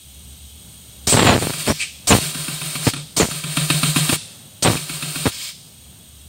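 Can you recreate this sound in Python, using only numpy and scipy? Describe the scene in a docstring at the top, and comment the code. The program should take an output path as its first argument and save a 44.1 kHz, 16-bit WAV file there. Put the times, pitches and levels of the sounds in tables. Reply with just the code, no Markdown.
"""An air-powered grease gun fills a bearing in a cone packer, close to the microphone, in a small workshop.
Four trigger pulls: each spits and whistles, then filtered noise hisses as air through the motor.
Meanwhile the piston knocks about 7.5 times a second: noise bursts ring the body, a low sine booms.
As the valve opens and shuts, exhaust blows across the microphone as random kicks through a filter.
A steady thin hiss, a low rumble and a wavering hum lie behind."""
import sys
import numpy as np
from scipy import signal
from scipy.fft import rfft, irfft
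from scipy.io import wavfile
from scipy.ndimage import uniform_filter1d

SR = 44100
rng = np.random.default_rng(int(sys.argv[2]) if len(sys.argv) > 2 else 0)


def bounce(signal):
    """Save signal as a 16-bit WAV file at the path given by the first command-line argument."""
    frames = np.transpose(np.atleast_2d(signal))
    limited = np.clip(frames, -1, 1)
    pcm = np.round(limited * 32767).astype(np.int16)
    wavfile.write(sys.argv[1], SR, pcm)


N = 276948
TIME = np.arange(N) / SR

# trigger pulls: (valve opens [s], held for [s], relative spit level [dB], spit length [s])
TRIGGER_PULLS = [(1.069, 0.65, -17.5, 0.1), (2.07, 0.83, -18.5, 0.04), (3.164, 0.99, -17.5, 0.044),
                 (4.623, .672, -16.5, 0.021)]
# piston strokes: (time [s], relative knock level [dB], relative boom level [dB])
PISTON_STROKES = [(1.399, -32, -28), (1.535, -26, -30), (1.666, -24.5, -30), (2.213, -27.5, -26),
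                  (2.346, -23.5, -27.5), (2.481, -23, -28), (2.615, -25, -27.5), (2.754, -23, -27),
                  (2.935, -21.5, -28.5), (2.963, -30.5, -32), (3.311, -24, -28), (3.438, -25, -24),
                  (3.57, -14, -17), (3.701, -12, -16), (3.831, -13.5, -15.5), (3.961, -13.5, -15.5),
                  (4.092, -12.5, -30), (4.768, -24.5, -30.5), (4.895, -25.5, -30), (5.025, -22.5, -26.5),
                  (5.158, -24, -27.5)]


def undb(db):
    """Decibels to gain."""
    return 10 ** (np.asarray(db) / 20)


def unit(x):
    """Scale to rms 1."""
    return x / np.sqrt(np.mean(x ** 2))


def add(out, start_s, x):
    """Mix x into out at start_s."""
    i = max(int(start_s * SR), 0)
    out[i:i + len(x)] += x[:N - i]


def walk(rate_hz):
    """Random levels held 1 / rate_hz and slewed twice; rms 1."""
    hold = int(SR / rate_hz)
    steps = rng.standard_normal(N)[np.arange(N) // hold]
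    slewed = uniform_filter1d(steps, hold)
    return unit(uniform_filter1d(slewed, hold))


def colour(x, points, size=4096):
    """Minimum-phase filter of unit energy through points (frequency [Hz], relative level [dB])."""
    hz, db = np.transpose(points)
    bins_hz = np.maximum(np.arange(size // 2 + 1) * SR / size, 1)
    gain = undb(np.interp(np.log(bins_hz), np.log(hz), db))
    # fold the cepstrum to make the response causal
    cepstrum = irfft(np.log(gain))
    cepstrum[1:size // 2] *= 2
    cepstrum[size // 2 + 1:] = 0
    response = irfft(np.exp(rfft(cepstrum)))
    return signal.fftconvolve(x, response / np.linalg.norm(response))[:len(x)]


def noise(points):
    """Turbulent air with the given spectrum, rms near 1."""
    return colour(rng.standard_normal(N), points)


def ring(x, modes):
    """Parallel resonances (frequency [Hz], width [Hz], gain [dB])."""
    return sum(undb(db) * signal.lfilter(*signal.iirpeak(hz, hz / width_hz, SR), x)
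               for hz, width_hz, db in modes)


def swell(start_s, length_s, attack_s, release_s):
    """Gain that rises in a straight line, holds until the length is over, then decays exponentially."""
    t = TIME - start_s
    rise = np.clip(t / attack_s, 0, 1)
    return rise * np.exp(-np.clip((t - length_s) / release_s, 0, 20))


def workshop(x, near_db=-5, near_s=0.004, tail_db=-12, t60_s=0.74):
    """Quick reflections off the bench and the steel cones, then the short ring of the room."""
    t = TIME[:SR]
    near, tail = rng.standard_normal((2, SR))
    near = near * np.exp(-t / near_s) * (t > 0.001)
    tail = colour(tail, [(100, -5), (400, -22.5), (1500, -3), (2800, -0.5), (3700, 5), (4800, 6),
                         (6000, 6.5), (8500, 1), (11000, 2.5), (14000, -42)])
    tail = tail * np.exp(-np.log(1000) * t / t60_s) * (t > 0.008)
    response = undb(near_db) * near / np.linalg.norm(near)
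    response += undb(tail_db) * tail / np.linalg.norm(tail)
    response[0] += 1  # direct sound
    return signal.fftconvolve(x, response / np.linalg.norm(response))[:N]


def background(rumble_drift_db=1.5, leak_ring_db=-7):
    """A low rumble with a wavering hum, and a thin steady hiss as of a small leak in the air line."""
    # (time [s], rumble level [dB], hum level [dB], hiss level [dB])
    background_levels = [(0, -51, -46, -45), (1, -47, -47, -44), (4.5, -47.5, -65, -45.5),
                         (6.28, -50.5, -47.5, -47)]
    # (frequency [Hz], relative level [dB])
    rumble_spectrum = [(20, -22), (35, -30), (50, -34), (68, -28), (100, -4), (145, -4.5), (220, -9.5),
                       (350, -21.5), (600, -21), (1000, -27), (2000, -31), (3000, -55)]
    # (frequency [Hz], relative level [dB])
    leak_spectrum = [(1200, -20.5), (2000, -18), (2400, -8.5), (2700, -6.5), (3300, 0), (3900, -6.5),
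                     (5500, -11.5), (6700, -5), (7500, -10.5), (8650, 1), (10800, -15.5), (13200, -7),
                     (15500, -11)]
    time_s, *levels = np.transpose(background_levels)
    rumble_db, hum_db, hiss_db = (np.interp(TIME, time_s, level) for level in levels)
    # two narrow resonances in series
    hum = ring(rng.standard_normal(N), [(72.2, 7, -2)])
    hum = unit(ring(hum, [(68, 10, 0)]))
    leak = noise(leak_spectrum)
    leak_modes = [(3070, 70, -10), (3960, 330, 6), (6420, 200, -15), (8460, 130, 14.5)]
    leak += undb(leak_ring_db) * unit(ring(rng.standard_normal(N), leak_modes))
    rumble = noise(rumble_spectrum) * undb(rumble_db + rumble_drift_db * walk(rate_hz=7))
    return rumble + hum * undb(hum_db) + workshop(leak) * undb(hiss_db)


def stall(dip_db=-3, lead_s=0.019, width_s=0.013):
    """The air flow sags as the piston slows just before each stroke."""
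    dips = sum(np.exp(-((TIME - s + lead_s) / width_s) ** 2) for s, _, _ in PISTON_STROKES)
    return undb(dip_db * dips)


def air(hiss_db=6.5, port_db=-7, bleed_db=1, flutter_db=-1.56):
    """Air rushes through the motor and rings its passages; the rest bleeds off as the trigger is eased."""
    # the gun's body and air passages: (frequency [Hz], width [Hz], gain [dB])
    port_modes = [(2330, 81, -20), (2750, 180, 7), (3350, 24, -9), (3730, 130, -14), (4300, 120, -2),
                  (5220, 38, 0), (6170, 120, -3.5), (6940, 36, -12), (7160, 210, 0), (7860, 120, -6.5),
                  (8850, 280, 0), (8930, 180, 3), (10540, 190, -25), (10700, 73, -9.5)]
    # (frequency [Hz], relative level [dB])
    hiss_spectrum = [(150, -10), (300, -8.5), (700, -8.5), (1100, -5.5), (1800, -7), (2700, -6), (3800, -1),
                     (4700, -3.5), (5700, -9), (6700, -9), (8700, 1.5), (10300, -9.5), (13000, -9.5),
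                     (15500, -11)]
    # (frequency [Hz], relative level [dB])
    bleed_spectrum = [(290, -49), (500, -20), (648, -23), (1130, -13), (1410, -18), (1560, -12),
                      (3150, -3.5), (5200, -3), (5590, -10.5), (8600, -4.5), (9930, -16), (15500, -14.5)]
    # flow through the motor while the trigger is held: (time [s], relative level [dB])
    flow_levels = [(1.1, -36), (1.7, -32.5), (2.12, -29.5), (2.4, -36), (2.83, -35), (2.88, -30.5),
                   (3.31, -34), (3.45, -43), (3.57, -33), (3.9, -30.5), (4.14, -26), (4.75, -33.5),
                   (4.86, -39.5), (5.02, -38), (5.28, -31.5)]
    # air bleeding off: (start [s], length [s], relative level [dB])
    bleed_events = [(1.465, 0.33, -35), (2.845, 0.035, -22.5), (5.299, .2, -31)]
    ports = unit(ring(rng.standard_normal(N), port_modes))
    valve = sum(swell(s, held_s, attack_s=0.0051, release_s=0.0081) for s, held_s, _, _ in TRIGGER_PULLS)
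    flow = valve * stall() * undb(np.interp(TIME, *np.transpose(flow_levels)))
    hiss = (noise(hiss_spectrum) + undb(port_db) * ports) * flow * undb(hiss_db)
    escape = sum(undb(db) * swell(s, length_s, attack_s=0.024, release_s=0.017)
                 for s, length_s, db in bleed_events)
    bleed = noise(bleed_spectrum) * escape * undb(bleed_db)
    return (hiss + bleed) * undb(flutter_db * walk(rate_hz=34))


def spit(start_hz=4700, end_hz=8600, rise_s=0.025, jet_db=-3):
    """The opening valve spits at once; its jet, noise on a sine, rises in pitch as it gathers speed."""
    # (frequency [Hz], relative level [dB])
    spit_spectrum = [(100, -1), (250, -9), (700, -1.5), (1700, -12), (3000, -2.5), (4800, -0.5),
                     (6500, -3.5), (8600, 4.5), (10500, -25), (15500, -12.5)]
    t = TIME[:SR // 4]
    pitch_hz = end_hz + (start_hz - end_hz) * np.exp(-(t / rise_s) ** 2)
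    carrier = np.sin(2 * np.pi * np.cumsum(pitch_hz) / SR)
    gain, jet = np.zeros(N), np.zeros(N)
    for s, _, db, length_s in TRIGGER_PULLS:
        opening = undb(db) * np.minimum(t / 0.0027, 1) * np.exp(-(t / length_s) ** 3)
        add(gain, s, opening)
        add(jet, s, opening * carrier)
    jet *= np.sqrt(2) * noise([(400, 3), (900, 4), (2500, -13.5)])
    return gain * noise(spit_spectrum) + undb(jet_db) * jet


def gusts(wake_db=-32, opening_db=-27, opening_s=0.012, core_share=0.81):
    """Wind strength and its crackling core: a small puff as the valve opens, then gusts with weak wakes."""
    # (start [s], length [s], relative buffeting [dB], relative crackle [dB], wake length [s])
    gust_events = [(1.123, 0.021, -18.5, -23.5, .02), (1.165, .012, -19, -13.5, .015),
                   (1.189, 0.049, -22, -17, 0), (1.242, 0.04, -22, -17, 0),
                   (1.286, 0.067, -19.5, -16.5, .15), (1.674, 0.035, -19, -36, .005),
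                   (2.103, .025, -13.5, -11, .055), (2.865, 0.0103, -15.5, -27, 0),
                   (3.197, 0.031, -18, -17, 0.083), (4.122, 0.0096, -21.5, -25, .005),
                   (4.646, 0.05, -19.5, -14.5, .06), (5.254, 0.013, -22.5, -20.5, .015)]
    wind = undb(opening_db) * sum(swell(s, opening_s, attack_s=0.002, release_s=0.015)
                                  for s, _, _, _ in TRIGGER_PULLS)
    core = np.zeros(N)
    for s, length_s, wind_db, crackle_db, wake_s in gust_events:
        wind += undb(wind_db) * swell(s, length_s, attack_s=0.0033, release_s=0.0071)
        wind += undb(wake_db) * swell(s + length_s, wake_s, attack_s=0.004, release_s=0.007)
        core += undb(crackle_db) * swell(s, core_share * length_s, attack_s=0.0032, release_s=0.012)
    return wind, core


def eddies(rate_hz, scatter_db):
    """Kicks at random moments, of either sign and uneven size; rms near 1."""
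    chance = np.maximum(rate_hz, 1) / SR
    signs = rng.choice([-1, 1], N)
    sizes = signs * undb(scatter_db * np.clip(rng.standard_normal(N), -2, 1.5))
    return (rng.random(N) < chance) * sizes / np.sqrt(chance)


def buffeting(eddy_rate_hz=330, crackle_rate_hz=1500, gust_db=5, surge_db=-1, uneven_db=3, tear_db=-14):
    """Eddies strike the microphone as random pressure kicks; a stronger wind sheds them faster."""
    # single strong eddies that pop on the microphone: (time [s], peak [dB])
    thump_events = [(1.174, -1), (1.231, 0), (1.364, -3), (1.378, -5.5), (1.425, -8.5), (1.471, -6),
                    (1.505, -12), (1.704, -4.5), (2.151, 2.5), (2.166, -6), (2.186, -7), (2.87, -7.5),
                    (3.23, -7), (3.255, -12), (4.129, -4.5), (4.731, -11.5), (5.256, -5.5), (5.267, -6)]
    # (frequency [Hz], relative level [dB])
    eddy_spectrum = [(25, -46), (60, -4.5), (110, 4), (250, -0.5), (600, -7), (1200, -15.5), (2500, -19.5),
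                     (4000, -31.5), (6000, -28), (12000, -76)]
    # (frequency [Hz], relative level [dB])
    crackle_spectrum = [(60, -5), (200, 1), (750, 2.5), (1500, -4.5), (2800, -3), (4200, -5), (6000, -30),
                        (13000, -43)]
    strength, core = gusts()
    # eddy_rate_hz holds at a strength of -20 dB
    kicks = eddies(eddy_rate_hz * strength / undb(-20), scatter_db=-1) * strength
    pressure = colour(kicks, eddy_spectrum) * undb(gust_db)
    thump = colour(signal.unit_impulse(SR // 20), eddy_spectrum)
    for s, db in thump_events:
        add(pressure, s, -undb(db) * thump / thump.max())
    surge = core * undb(surge_db + uneven_db * walk(rate_hz=90))
    pressure += colour(surge * eddies(crackle_rate_hz, scatter_db=2.5), crackle_spectrum)
    # fine turbulence tears at the microphone while an eddy presses on it
    tearing = np.abs(pressure) * noise([(300, -8.5), (1000, 14), (3500, -10), (5500, -4), (14000, -35)])
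    return pressure + undb(tear_db) * tearing


def whistle(waver=0.0232, flicker_db=2.5, level_db=-4, bend=1.5, peak_s=0.02, peak_width_s=0.015, hold_db=-9):
    """Unsteady edge tone at the half-open valve: flares, then holds softly; its pitch slides ever faster."""
    # (start [s], length [s], first pitch [Hz], last pitch [Hz], relative level [dB])
    seat_whistles = [(1.103, 0.21, 8000, 6950, -11), (1.68, 0.033, 5160, 5920, -23),
                     (2.082, 0.056, 8030, 5250, -14), (3.186, 0.041, 7780, 5770, -16),
                     (4.629, 0.033, 8700, 7500, -11.5)]
    unsteady = 1 + waver * walk(rate_hz=1000)
    flicker = unit(undb(flicker_db * walk(rate_hz=200)))
    out = np.zeros(N)
    for s, length_s, first_hz, last_hz, db in seat_whistles:
        slide = np.clip((TIME - s) / length_s, 0, 1) ** bend
        pitch_hz = first_hz + (last_hz - first_hz) * slide
        flare = np.exp(-((TIME - s - peak_s) / peak_width_s) ** 2)
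        gain = (flare + undb(hold_db)) * swell(s, length_s, attack_s=0.006, release_s=0.003)
        out += undb(db) * gain * np.sin(2 * np.pi * np.cumsum(pitch_hz * unsteady) / SR)
    return out * flicker * undb(level_db)


def knocks(contact_s=0.0087, rattle_s=0.024, rattle_db=-16, body_db=6, crack_db=-3.5):
    """At each stroke the piston slams its stop with a broad crack and chatters in the metal body."""
    # (frequency [Hz], width [Hz], gain [dB])
    body_modes = [(1137, 37, -12.5), (1350, 250, -6), (1810, 1600, -16), (2650, 190, 4.5), (3240, 52, -3),
                  (3574, 59, 3), (4050, 260, -8.5), (4580, 130, -12), (8830, 930, -9.5),
                  (10200, 610, -26.5)]
    t = TIME[:SR // 6]
    hit = np.exp(-(t / contact_s) ** 2) + undb(rattle_db) * np.exp(-t / rattle_s)
    force = np.zeros(N)
    for s, db, _ in PISTON_STROKES:
        add(force, s, undb(db) * hit)
    force = force * rng.standard_normal(N)
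    crack = colour(force, [(100, -4.5), (260, 10.5), (450, -14), (900, -9), (1400, -8), (2000, -11),
                           (4500, -7), (6000, -22.5), (10500, -9), (14000, -21.5)])
    body = colour(ring(force, body_modes), [(1000, 2.5), (4500, -3), (5800, -16.5), (8500, -1),
                                            (11000, 3.5), (14000, -23)])
    return undb(body_db) * body + undb(crack_db) * crack


def boom(boom_hz=152.5, push_s=0.013, return_s=0.032, swell_s=0.026, push_db=0.5, return_db=2):
    """The stroke and the piston's return each swell a low tone, in opposite directions."""
    t = TIME[:SR // 3]
    late = np.maximum(t - return_s, 0) / swell_s
    push = undb(push_db) * t / push_s * np.exp(1 - t / push_s)
    back = undb(return_db) * late ** 2 * np.exp(2 - 2 * late)
    tone = (push - back) * np.sin(2 * np.pi * boom_hz * t)
    out = np.zeros(N)
    for s, _, db in PISTON_STROKES:
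        add(out, s, undb(db) * tone)
    return out


def exhaust(delay_s=0.035, spread_s=0.035, level_db=-8):
    """The returning piston pushes a puff of spent air out of the motor's port."""
    gain = sum(undb(db) * np.exp(-((TIME - s - delay_s) / spread_s) ** 2) for s, _, db in PISTON_STROKES)
    puff = noise([(500, -9.5), (1500, -11.5), (2700, -8), (3700, -2.5), (4400, -8), (5600, -28),
                  (8500, -2), (10500, -33), (15000, -33)])
    return gain * puff * undb(level_db)


def chuff(start_s=1.792, length_s=0.034, level_db=-21):
    """One short hollow puff of trapped air follows the first pull."""
    puff = noise([(800, -26), (1800, -11.5), (2550, 5.5), (2950, 0), (3800, -6), (6800, -11.5),
                  (8100, -2.5), (9200, -11.5), (15000, -39)])
    return puff * swell(start_s, length_s, attack_s=0.015, release_s=0.026) * undb(level_db)


def scene():
    """The gun sounds in the room; boom and buffeting stay dry, the latter at the microphone itself."""
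    gun = workshop(air() + spit() + whistle() + chuff() + knocks() + exhaust())
    return (gun + boom() + buffeting() + background())[None]


def record(dry, ceiling=0.97, top_hz=15700):
    """The microphone rounds the loudest peaks and the top is cut."""
    rounded = dry / (1 + (dry / ceiling) ** 4) ** (1 / 4)
    lowpass = signal.ellip(10, 0.2, 70, top_hz, fs=SR, output="sos")
    return signal.sosfilt(lowpass, rounded)


dry = scene()
out = record(dry)
bounce(out)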